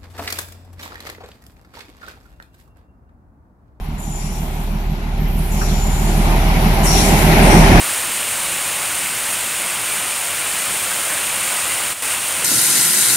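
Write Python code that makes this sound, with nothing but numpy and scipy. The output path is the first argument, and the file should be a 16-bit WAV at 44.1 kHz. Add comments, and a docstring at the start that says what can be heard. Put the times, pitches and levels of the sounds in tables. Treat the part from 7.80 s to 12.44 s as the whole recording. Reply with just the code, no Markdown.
"""A dense, even downpour on a flooded field: a broad wash, a bright sizzle and a low drumming, the same in both channels.
Far drops merge into shaped noise; near drops are noise puffs and tiny ringing bubbles scattered at random.
Roofs and soaked ground drum below as low noise. Resonances of the microphone port, strongest near 9 kHz,
brighten the spray. Late on, the level dips briefly, then swings gently up and down."""
import sys
import numpy as np
from scipy import signal
from scipy.fft import rfft, irfft, next_fast_len
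from scipy.io import wavfile
from scipy.ndimage import uniform_filter1d, map_coordinates

SR = 44100
rng = np.random.default_rng(int(sys.argv[2]) if len(sys.argv) > 2 else 0)


def store_wav(level_fs):
    """Save 16-bit WAV to argv[1]."""
    pcm = np.round(np.clip(np.atleast_2d(level_fs), -1, 1) * 32767)
    wavfile.write(sys.argv[1], SR, pcm.T.astype(np.int16))


N = 204753  # length in samples

# Strength of the rain, which drives every layer. Each row: time in seconds, strength in dB.
RAIN_STRENGTH = [(0.0, -21), (0.1, -19.5), (0.23, -21), (2.68, -21.5), (2.87, -20.5), (3.98, -20),
                 (4.03, -20.5)]
# Tone of the far rain and standing water. Each row: frequency in Hz, relative level in dB.
WASH_SPECTRUM = [(100, -36), (300, -11), (480, -6), (560, -0.8), (700, -2.1), (880, -0.65), (1400, -0.4),
                 (1750, -2.3), (2300, 0), (2850, 0), (3400, -4), (4800, -11.5), (8000, -22), (16000, -40)]
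# Tone of the fine spray. Each row: frequency in Hz, relative level in dB.
SPRAY_SPECTRUM = [(1000, -18), (3000, -1.5), (4200, -1), (5800, -2), (8000, 0), (10000, 0), (12000, 0.1),
                  (15500, -0.96)]
# Tone of the roofs and ground. Each row: frequency in Hz, relative level in dB.
DRUMMING_SPECTRUM = [(20, -16), (45, -7), (72, -6), (90, 0.5), (125, -2.5), (195, -1), (240, -4), (330, -4),
                     (480, -10.5), (900, -27.5)]
# Resonances of the microphone port. Each row: centre in Hz, width in Hz, lift in dB (overlapping lifts add).
PORT_RESONANCES = [(6980, 1300, 4.5), (8730, 1880, 8.5), (9850, 2070, 4.5)]

USUAL_DB = -20.5  # strength of the even downpour
# Base level at the usual strength, and dB gained per dB of strength.
WASH_DB, WASH_GROWS = -25.5, 0.72
SPRAY_DB, SPRAY_GROWS = -22.5, 0.92  # swings wider, so harder rain is brighter
# The level slides down, holds, and snaps back.
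DIP_START_S, DIP_END_S, DIP_DB = 4.128, 4.223, -7.9
DIP_FALL_S, DIP_RETURN_S = 0.01, 0.0018
# Then one swing, up and down: midpoint, time from there to each extreme, size of each extreme.
SWING_AT_S, SWING_WIDTH_S, SWING_DB = 4.368, 0.036, 1.3
TOP_HZ = 15750  # upper band limit


def flooded_field(wash_db):
    """Far drops merge into a wash; nearer ones plink and plop as bubbles and splashes in standing water."""
    far = rush(WASH_SPECTRUM, patchy_db=0.5)
    plinks = bubbles(count=4000, pitch_hz=2402, octaves=0.5, cycles=20, rise=0.044, spread_db=2.5)
    plinks = coloured(plinks, WASH_SPECTRUM)
    plops = coloured(splats(count=5000, life_s=0.00082, spread_db=1.5), WASH_SPECTRUM)
    water = amp(-2.5) * far + amp(-7.0) * plinks + amp(-8.0) * plops
    return amp(wash_db + 0.078 * wobble(12)) * water


def spray(spray_db):
    """Fine hiss off the whole surface, ticks on grass and mud close by, and the fizz of the tiniest bubbles."""
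    hiss = rush(SPRAY_SPECTRUM, patchy_db=0.43)
    ticks = coloured(splats(count=9000, life_s=0.00059, spread_db=1.5), SPRAY_SPECTRUM)
    fizz = unit(bubbles(count=2500, pitch_hz=8946, octaves=0.12, cycles=52, rise=0.015, spread_db=2.5))
    sizzle = amp(-5.5) * hiss + amp(-9.0) * ticks + amp(-18.5) * fizz
    return amp(spray_db + 0.34 * wobble(16)) * sizzle


def bubbles(count, pitch_hz, octaves, cycles, rise, spread_db):
    """Trapped air rings, fading over a set number of cycles, and climbs in pitch as it nears the surface."""
    t = np.arange(SR // 40) / SR
    hz = pitch_hz * 2 ** (octaves * rng.standard_normal((count, 1)))
    hz = np.clip(hz, 500, 13000)
    age = hz * t / cycles  # 1 when the ring has faded to 1/e
    # the pitch climbs by the fraction "rise" as the ring ages
    phase = 2 * np.pi * cycles * (age + rise * (age - 1 + np.exp(-age)))
    return scatter(np.sin(phase) * np.exp(-age), spread_db)


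def splats(count, life_s, spread_db):
    """Each drop bursts on the surface in a short, fading puff of noise."""
    t = np.arange(SR // 200) / SR
    puffs = rng.standard_normal((count, len(t))) * np.exp(-t / life_s)
    return scatter(puffs, spread_db)


def scatter(grains, spread_db):
    """Drop each row at a random moment; a few land close and loud, most are faint."""
    count, length = grains.shape
    nearness = np.minimum(rng.exponential(size=count), 5)
    starts = rng.integers(0, N, count)
    index = starts[:, None] + np.arange(length)
    levelled = grains * amp(spread_db * nearness)[:, None]
    return np.bincount(index.ravel(), levelled.ravel(), N)[:N]


def rush(spectrum, patchy_db):
    """Countless merged drops: noise whose gain varies in smooth random patches of time and frequency."""
    bins = signal.stft(rng.standard_normal(N), nperseg=512)[2]
    patches = uniform_filter1d(rng.standard_normal(bins.shape), size=9, axis=0)  # across frequency
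    patches = uniform_filter1d(patches, size=16, axis=1)  # across time
    noise = signal.istft(bins * amp(patchy_db * unit(patches)), nperseg=512)[1][:N]
    return coloured(noise, spectrum)


def drumming(wash_db):
    """Roofs and soaked ground give a low roll of noise that follows the wash."""
    return amp(wash_db - 16.5) * rush(DRUMMING_SPECTRUM, patchy_db=1)


def amp(db):
    """Decibels to gain."""
    return 10 ** (np.asarray(db) / 20)


def unit(x):
    """Scale to rms 1."""
    return x / np.sqrt(np.mean(x ** 2) + 1e-20)


def curves(rows):
    """One value per sample for each column after the time."""
    seconds, *columns = np.transpose(rows)
    return [np.interp(np.arange(N) / SR, seconds, column) for column in columns]


def wobble(rate):
    """A smooth random curve, rate knots a second."""
    knots = rng.standard_normal(int(N * rate / SR) + 4)
    return map_coordinates(knots, [np.arange(N) * rate / SR])


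def filtered(x, response):
    """Shape x with a gain for each frequency, padded so the tail does not wrap round."""
    size = next_fast_len(N + SR // 2)
    hz = np.fft.rfftfreq(size, 1 / SR)
    return irfft(rfft(x, size) * response(hz), size)[:N]


def coloured(x, spectrum):
    """Give x a tone drawn in dB over a log frequency axis, at rms 1."""
    points_hz, db = np.transpose(spectrum)

    def response(hz):
        return amp(np.interp(np.log(hz + 1), np.log(points_hz), db))

    return unit(filtered(x, response))


def dip():
    """Gain in dB: a short flat dip, then one smooth swing over and under the usual level."""
    t = np.arange(N) / SR
    fall = (t - DIP_START_S) / DIP_FALL_S
    snap_back = (DIP_END_S - t) / DIP_RETURN_S
    depth = np.clip(np.minimum(fall, snap_back), 0, 1)
    u = (t - SWING_AT_S) / SWING_WIDTH_S
    swing = -u * np.exp((1 - u * u) / 2)  # extremes of +1 and -1
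    return DIP_DB * depth + SWING_DB * swing


def port(hz):
    """Resonances of the microphone port lift the sizzle; nothing passes above the band limit."""
    lift_db = sum(db / (1 + (2 * (hz - centre) / width) ** 2) for centre, width, db in PORT_RESONANCES)
    return amp(lift_db) * (hz < TOP_HZ)


def scene():
    """All layers follow the strength of the rain; both channels carry the same sound."""
    strength_db, = curves(RAIN_STRENGTH)
    surge_db = strength_db - USUAL_DB
    wash_db = WASH_DB + WASH_GROWS * surge_db
    spray_db = SPRAY_DB + SPRAY_GROWS * surge_db
    rain = flooded_field(wash_db) + spray(spray_db) + drumming(wash_db)
    return np.array([rain, rain])


def record(dry):
    """The level dips and swings, then the microphone port colours each channel."""
    gain = amp(dip())
    return np.array([filtered(side * gain, port) for side in dry])


dry = scene()
out = record(dry)
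store_wav(out)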